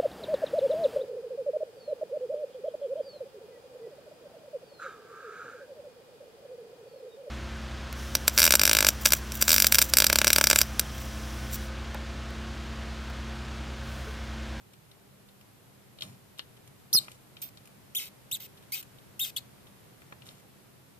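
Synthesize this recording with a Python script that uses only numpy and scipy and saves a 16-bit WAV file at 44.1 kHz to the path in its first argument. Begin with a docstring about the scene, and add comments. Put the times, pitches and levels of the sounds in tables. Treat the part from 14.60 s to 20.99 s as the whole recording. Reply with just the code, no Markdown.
"""Gecko squeaking over its prey

A small gecko seizes its prey in a sand-floored glass tank and squeaks while gripping it.
Each squeak is a thin, arching whistle from the larynx that frays into a hiss of air.
Feet and jaws tick on a shell dish and on the sand. The glass walls add quick echoes,
and the room hums quietly behind."""
import sys
import numpy as np
from scipy import signal
from scipy.fft import rfft, irfft
from scipy.io import wavfile
from scipy.ndimage import map_coordinates

SR = 44100
rng = np.random.default_rng(int(sys.argv[2]) if len(sys.argv) > 2 else 0)


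def generate_wav(sig):
    """Save sig (samples, or channels by samples) to the path in sys.argv[1] as 16-bit PCM at SR."""
    pcm = np.round(np.clip(np.atleast_2d(sig).T, -1, 1) * 32767).astype(np.int16)
    wavfile.write(sys.argv[1], SR, pcm)


N = 281799
TIME = np.arange(N) / SR
FREQS = np.maximum(np.fft.rfftfreq(N, 1 / SR), 1)


def from_db(db):
    """Decibels to gain."""
    return 10 ** (np.asarray(db) / 20)


def rms_one(x):
    """Scale to unit power."""
    return x / np.sqrt(np.mean(x ** 2) + 1e-20)


def at_hz(curve, hz):
    """Read a curve on a log-frequency axis."""
    f, value = np.transpose(curve)
    return np.interp(np.log(hz), np.log(f), value)


def band(x, low_hz, high_hz):
    """Causal band-pass."""
    sos = signal.butter(2, [low_hz, min(high_hz, .45 * SR)], "band", fs=SR, output="sos")
    return signal.sosfilt(sos, x + 1e-18)


def noise(colour):
    """Unit-power noise shaped by an EQ curve."""
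    return rms_one(irfft(rfft(rng.standard_normal(N)) * from_db(at_hz(colour, FREQS)), N))


def band_noise(low_hz, high_hz):
    """Unit-power noise in one band."""
    return rms_one(band(rng.standard_normal(N), low_hz, high_hz))


def wobble(rate_hz):
    """Unit-power random modulation up to about `rate_hz`."""
    return rms_one(irfft(rfft(rng.standard_normal(N)) / (1 + (FREQS / rate_hz) ** 4), N))


def gate(t, length, attack, release):
    """Open at t = 0, hold, close after `length`."""
    return np.clip(t / attack, 0, 1) * np.clip((length - t) / release + 1, 0, 1)


def strikes(cues, t60):
    """An envelope that jumps at each cue and dies away."""
    impulses = np.zeros(N)
    for start, db in cues:
        impulses[round(start * SR)] += from_db(db)
    return signal.lfilter([1], [1, -from_db(-60 / (t60 * SR))], impulses + 1e-18)


def bursts(cues, edge_s):
    """Soft-edged envelopes that sag over their length."""
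    out = np.zeros(N)
    for start, length, db, fall_db in cues:
        t = TIME - start
        out += gate(t, length, edge_s, edge_s) * from_db(db - fall_db * np.clip(t / length, 0, 1))
    return out


def pitch_arch(t, rise, length, first_hz, top_hz, last_hz, bend):
    """The pitch shoots up, levels off, then heads for its last note; bend 1 is a straight line."""
    climb = np.clip(1 - t / rise, 0, 1) ** 2.8
    fall = np.clip((t - rise) / max(length - rise, 1 / SR), 0, 1) ** bend
    return top_hz - (top_hz - first_hz) * climb - (top_hz - last_hz) * fall


# Squeaks, the last split into two notes: t/s, rise/s, length/s, first f/Hz, top f/Hz, last f/Hz, bend,
# tremor/share of pitch, rasp/rad, tone/dB, crescendo/dB, overtones/dB,
# hiss/dB, hiss tail/s, sizzle/dB, snap/dB
SQUEAKS = [ (2.3286, 0.013, 0.059, 3570, 5830, 3890, 0.76, 0.031, 0.2, -14.5, -2, -2, -60, 0.0028, -26, -24),
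           (3.3483, 0.021, 0.053, 2436, 3580, 1960, 2, 0.01, 0.11, -33, -9, 3, -33, 0.085, -31, -35),
           (3.7121, 0.029, 0.047, 2460, 4044, 3160, 1.16, 0.0047, 0.19, -33.5, -0.5, 5, -43, 0.011, -35.5, -34),
           (4.12, 0.021, 0.03, 1877, 2474, 2250, 0.68, 0.02, 0.19, -37.5, 1, 5.5, -33.5, 0.057, -31.5, -31),
           (4.593, 0.031, 0.057, 2425, 3764, 3160, 1.46, 0.0092, 0.11, -32.5, 1, 2, -34.5, 0.053, -28.5, -28),
           (4.7618, 0.0053, 0.01, 2890, 3346, 3420, 1.9, .01, 0.21, -29, 9.5, 0, -34, 0.0014, -31, -38),
           (4.7697, 0.0042, 0.015, 3770, 4500, 3800, 1.03, 0.0078, 0.52, -32.5, -3, -1, -43, 0.0078, -44, -41)]
# Whistle harmonics: multiple, level/dB
HARMONICS = [(1, -3.5), (2, -6), (3, -8), (4, -4.5), (5, -10)]
# Mouth resonances that the whistle sweeps through: f/Hz, level/dB
MOUTH_EQ = [(2000, -0.5), (4200, 2), (7000, -2.5), (7900, 1), (9000, -5), (10300, -1), (11700, 4),
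            (13000, -1.5), (14300, -5)]
ATTACK_S, RELEASE_S = 0.0012, 0.001
TREMOR_HZ, EDGE_SAG_DB = 51.6, 6.5


def whistle():
    """A tiny larynx whistles a trembling arch of pitch, weaker at both ends."""
    tone = np.zeros(N)
    jitter = 1 + .013 * wobble(720)
    shimmer = from_db(1.8 * wobble(440))
    roughness = wobble(720)   # uneven cycles fray the high overtones most
    for squeak in SQUEAKS:
        start, rise, length, *contour = squeak[:7]
        tremor, rasp, level_db, crescendo_db, overtones_db, _, tail = squeak[7:14]
        on = (TIME > start) & (TIME < start + length + tail + RELEASE_S)
        t = TIME[on] - start
        hz = pitch_arch(t, rise, length, *contour) * jitter[on]
        hz *= 1 + tremor * np.cos(2 * np.pi * TREMOR_HZ * (t - rise))
        phase = 2 * np.pi * np.cumsum(hz) / SR + rasp * roughness[on]
        progress = np.clip(t / length, 0, 1)
        effort = np.sin(np.pi * progress)
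        swell_db = level_db + crescendo_db * (progress - .5) - EDGE_SAG_DB * (1.5 - effort)
        swell = gate(t, length, ATTACK_S, RELEASE_S) * from_db(swell_db)
        for k, db in HARMONICS:
            colour_db = db + (k > 1) * overtones_db + at_hz(MOUTH_EQ, k * hz)
            tone[on] += swell * from_db(colour_db) * np.sin(k * phase) * (k * hz < SR / 2)
    return np.sqrt(2) * shimmer * tone


# Voiceless hisses: t/s, length/s, hiss/dB, fall/dB, sizzle/dB, snap/dB
HISSES = [(2.817, 0.074, -37, 23, -31.5, -33.5), (3.798, 0.066, -44.5, 2.5, -44, -55)]
# Colour of the breath: f/Hz, level/dB
BREATH_EQ = [(500, -39), (1400, -20.5), (2200, -14), (3400, -11.5), (4700, -9), (6200, -13), (8300, -12),
             (10500, -16.5), (12300, -13), (13200, -17), (14200, -9), (15500, -7)]
HISS_DUCK_DB, HISS_FALL_DB_PER_S, SIZZLE_FALL_DB_PER_S = 10, 176, 151


def mouth_hiss(breath_db):
    """Air hisses through the mouth, grainy with saliva, with a narrow sizzling resonance on top."""
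    air = bursts([(s, length, db, fall) for s, length, db, fall, _, _ in HISSES], edge_s=0.0023)
    jet = bursts([(s, length, db, fall) for s, length, _, fall, db, _ in HISSES], edge_s=0.0015)
    for start, _, length, *_, air_db, tail, sizzle_db, _ in SQUEAKS:
        on = (TIME > start) & (TIME < start + length + tail + RELEASE_S)
        t = TIME[on] - start
        flow = gate(t, length + tail, ATTACK_S, RELEASE_S)
        duck_db = HISS_DUCK_DB * (1 - np.clip(t / length, 0, 1) ** 3)   # lifts as the whistle frays
        fade_db = HISS_FALL_DB_PER_S * np.maximum(t - length, 0)   # the air runs out
        air[on] += flow * from_db(air_db - duck_db - fade_db)
        jet[on] += flow * from_db(sizzle_db - SIZZLE_FALL_DB_PER_S * t)
    saliva = from_db(1.23 * wobble(540))
    sizzle = jet * band_noise(13240, 14770)
    breath = air * from_db(breath_db) * noise(BREATH_EQ)
    return saliva * (breath + sizzle)


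def jaw_snaps():
    """The jaws part with a bright snap at the start of each squeak and hiss."""
    openings = [(row[0], row[-1]) for row in SQUEAKS + HISSES]
    return strikes(openings, t60=0.03) * band_noise(7500, 18000)


# Low accent inside the loudest squeak: t/s, length/s, level/dB, fall/dB
BUZZ = [(2.343, 0.029, -31.5, 19)]
# Colour of its thud: f/Hz, level/dB
THUD_EQ = [(90, -19.5), (170, 3), (400, -3), (650, -18.5), (1400, -11.5), (2200, -27), (3500, -53)]


def low_buzz(pitch_hz, sink_per_s, buzz_db, thud_db):
    """A dull thud with a short, rough, sinking buzz, far below the whistle."""
    start, length = BUZZ[0][:2]
    hz = pitch_hz * (1 - sink_per_s * np.clip(TIME - start, 0, length))
    hz *= 1 + .045 * wobble(356)
    phase = 2 * np.pi * np.cumsum(hz) / SR
    buzz = sum(from_db(-3 * k) * np.sin((k + 1) * phase) for k in range(4))
    return bursts(BUZZ, edge_s=0.004) * (from_db(buzz_db) * buzz + from_db(thud_db) * noise(THUD_EQ))


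# Hits on the dish and the tank: t/s, knock/dB, shell ring/dB
KNOCKS = [(1.387, -33, -56), (1.408, -31, -50), (1.4207, -18.5, -28), (1.7931, -21.5, -52),
          (2.7682, -31.5, -62), (5.6204, -38, -54), (5.665, -39, -58), (5.6887, -38, -46)]
# Colour of a knock: f/Hz, level/dB
KNOCK_EQ = [(500, -29), (1500, 4), (2200, -7), (2700, 0), (3300, 6.5), (4500, 3), (6000, -22), (9000, -26),
            (15000, -10)]


def knocks():
    """Feet and jaws strike: a dry crack, a faint tail and the high ring of the shell."""
    blows = [(s, db) for s, db, _ in KNOCKS]
    rings = [(s, db) for s, _, db in KNOCKS]
    crack = from_db(-8) * strikes(blows, t60=0.0054)
    tail = from_db(-25) * strikes(blows, t60=0.1)
    shell = strikes(rings, t60=0.01) * band_noise(2760, 4560)
    return (crack + tail) * noise(KNOCK_EQ) + shell


# Claw strokes: t/s, level/dB
SCRATCHES = [(0.134, -53.5), (0.312, -55.5), (0.686, -54.5), (0.811, -55), (1.776, -52), (1.967, -55),
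             (2.972, -48.5), (3.973, -54.5), (4.025, -55), (4.385, -56), (5.068, -54)]
# Colour of the grit: f/Hz, level/dB
GRIT_EQ = [(600, -11), (1500, 1), (2600, -5.5), (3600, 3.5), (5000, -5), (7000, -11), (15000, -9)]


def claw_scratches():
    """Claws scratch the sand in short, gritty strokes."""
    grit = rms_one(noise(GRIT_EQ) * from_db(5.4 * wobble(810)))
    return strikes(SCRATCHES, t60=0.044) * grit


# Bright ticks: t/s, level/dB
TICKS = [(0.134, -51), (1.43, -50), (1.785, -41.5), (1.794, -48), (2.075, -47), (2.516, -43), (2.888, -48),
         (3.055, -47), (3.073, -47), (3.455, -44), (3.465, -46), (4.210, -39.5), (4.227, -39.5),
         (5.524, -62), (5.667, -47)]
# Dull taps: t/s, level/dB
TAPS = [(1.793, -30), (2.482, -33), (5.419, -45), (5.524, -31.5)]


def ticks_and_taps():
    """The wet mouth and flicked grains tick, among a few dull taps."""
    ticks = strikes(TICKS, t60=0.018) * band_noise(1300, 21000)
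    taps = strikes(TAPS, t60=0.01) * band_noise(420, 1600)
    return ticks + taps


# Scuffs: t/s, length/s, level/dB, fall/dB
SCUFFS = [(1.406, 0.0074, -45, 4), (1.422, 0.23, -45.5, 37), (2.39, 0.17, -50.5, 9.5),
          (5.65, 0.162, -52.5, 14)]
# Colour of the sand: f/Hz, level/dB
SAND_EQ = [(200, 13.5), (800, 5.5), (3000, -5), (6000, -1), (10000, -3), (15000, -6)]


def sand_scuffs():
    """Scuffed sand gives a grainy, fading rustle."""
    return bursts(SCUFFS, edge_s=0.0031) * noise(SAND_EQ) * from_db(3.2 * wobble(237))


# The landing: t/s, length/s, level/dB, fall/dB
LUNGE = [(1.424, 0.174, -50, 9)]


def lunge():
    """The body lands and the tank floor rumbles."""
    return bursts(LUNGE, edge_s=.012) * band_noise(98, 280)


def delay_response(ms):
    """Frequency response of a pure delay."""
    return np.exp(-2j * np.pi * FREQS * ms / 1000)


def scatter(x, loops_ms, feedback=.72):
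    """All-pass loops smear the sound over a few milliseconds without colouring it."""
    for ms in loops_ms:
        trip = delay_response(ms)
        x = irfft(rfft(x) * (feedback + trip) / (1 + feedback * trip), N)
    return x


# Reflections off the glass: left delay/ms, right delay/ms, level/dB
GLASS_ECHOES = [(.35, .8, -9), (1.9, 1.3, -12), (3.1, 3.6, -16)]
# Stereo tilt, applied 1.5 times on the left and 0.5 times on the right: f/Hz, left minus right/dB
STEREO_TILT = [(60, -25.5), (99, 6.5), (160, 0), (270, -9), (450, -2.5), (740, -3), (1220, -2), (2010, 2),
               (3330, 3.5), (5500, -1), (9080, 1), (15000, -4.5)]
RING_DB, RING_T60_S = -10, .04
ROOM_DB, ROOM_T60_S = -21, .22


def tank(x, pan_db, lag_ms):
    """Two microphones hear the direct sound, the nearest panes, the ringing tank and a faint room."""
    late = map_coordinates(x, [np.arange(N) - lag_ms * SR / 1000], order=5)
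    left = scatter(late * from_db(pan_db / 2), loops_ms=(.21, .59))
    right = scatter(x * from_db(-pan_db / 2), loops_ms=(.33, .47))
    t = TIME[:SR // 2]
    out = []
    for side, direct in enumerate([left, right]):
        panes = sum(from_db(echo[2]) * delay_response(echo[side]) for echo in GLASS_ECHOES)
        heard = direct + irfft(rfft(direct) * panes, N)
        for db, t60, top_hz in [(RING_DB, RING_T60_S, 16000), (ROOM_DB, ROOM_T60_S, 13000)]:
            tail = band(rng.standard_normal(len(t)), 100, top_hz) * from_db(-60 * t / t60) * (t > .001)
            heard += from_db(db) * signal.fftconvolve(direct, tail / np.linalg.norm(tail))[:N]
        tilt = from_db((1.5 - side) * at_hz(STEREO_TILT, FREQS))
        out.append(irfft(rfft(heard) * tilt, N))
    return np.array(out)


# Head turns: t/s, left minus right/dB, left lag/ms
HEAD_TURNS = [(2.345, -1, 0.078), (2.39, 3, 0.072), (2.83, -0.5, 0.59), (3.38, -0.5, 0.7),
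              (3.74, 0.5, 0.77), (4.15, 3.5, 0.74), (4.77, 2, 0.8)]


def head_turns():
    """The turning head shifts the voice's pan and its lag between the microphones."""
    times, pan_db, lag_ms = np.transpose(HEAD_TURNS)
    return np.interp(TIME, times, pan_db), np.interp(TIME, times, lag_ms)


# Colour of the room tone: f/Hz, level/dB
ROOM_EQ = [(15, -83), (25, -17.5), (45, -17), (118, -3.5), (172, -8), (202, -7), (224, -9), (394, -11.5),
           (573, -13.5), (637, -14.5), (2240, -23.5), (2630, -25), (6200, -32), (13800, -29),
           (15000, -40.5)]
# Its fader moves, before the trims: t/s, rumble/dB, hiss/dB
ROOM_FADERS = [(0.0, -63, -69), (4.27, -60, -66.5), (5.53, -60, -67), (6.39, -63, -68.5)]
# Its stereo image: f/Hz, left-right correlation
ROOM_CORRELATION = [(30, 0.22), (120, 0.54), (300, 0.021), (1000, 0.059), (15000, 0.017)]


def room_tone(rumble_trim_db, hiss_trim_db, boom_hz, boom_width_hz, boom_db):
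    """The room rumbles with one boomy resonance under a faint hiss."""
    times, rumble_db, hiss_db = np.transpose(ROOM_FADERS)
    resonance_db = boom_db / (1 + ((FREQS - boom_hz) / boom_width_hz) ** 2)
    mid, side = rfft(rng.standard_normal((2, N))) * from_db(at_hz(ROOM_EQ, FREQS) + resonance_db)
    alike = at_hz(ROOM_CORRELATION, FREQS)
    stereo = np.sqrt(1 + alike) * mid + np.sqrt(1 - alike) * side * [[1], [-1]]
    lows = 1 / (1 + (FREQS / 2500) ** 4)
    rumble = rms_one(irfft(stereo * lows, N)) * from_db(np.interp(TIME, times, rumble_db))
    hiss = rms_one(irfft(stereo * (1 - lows), N)) * from_db(np.interp(TIME, times, hiss_db))
    return from_db(rumble_trim_db) * rumble + from_db(hiss_trim_db) * hiss


# Motor partials, before the trim: f/Hz, level/dB
HUM_PARTIALS = [(199.2, -73.5), (398.4, -79.5)]


def motor_hum(trim_db):
    """A motor hums, each partial drifting in level and phase."""
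    hum = np.zeros(N)
    for hz, db in HUM_PARTIALS:
        level = from_db(db + trim_db + 2.5 * wobble(3))
        hum += level * np.sin(2 * np.pi * hz * TIME + 0.25 * wobble(2))
    return hum


def scene():
    """The gecko's voice and movements in the tank, over the room."""
    voice = from_db(0.5) * whistle() + jaw_snaps() + mouth_hiss(breath_db=-1.5)
    calls = tank(voice, *head_turns())
    foley = knocks() + claw_scratches() + ticks_and_taps() + sand_scuffs() + lunge()
    foley += low_buzz(pitch_hz=452, sink_per_s=3.2, buzz_db=-1.0, thud_db=-5.5)
    body = tank(band(foley, 140, 19000), pan_db=0.5, lag_ms=0.075)
    room = room_tone(rumble_trim_db=4.0, hiss_trim_db=4.5, boom_hz=131.3, boom_width_hz=19, boom_db=5.0)
    return calls + body + room + motor_hum(trim_db=5.5)


def record(dry):
    """A steep low-pass cuts the very top."""
    cutoff_hz = 14650
    return signal.sosfilt(signal.ellip(10, .3, 70, cutoff_hz, fs=SR, output="sos"), dry)


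dry = scene()
out = record(dry)
generate_wav(out)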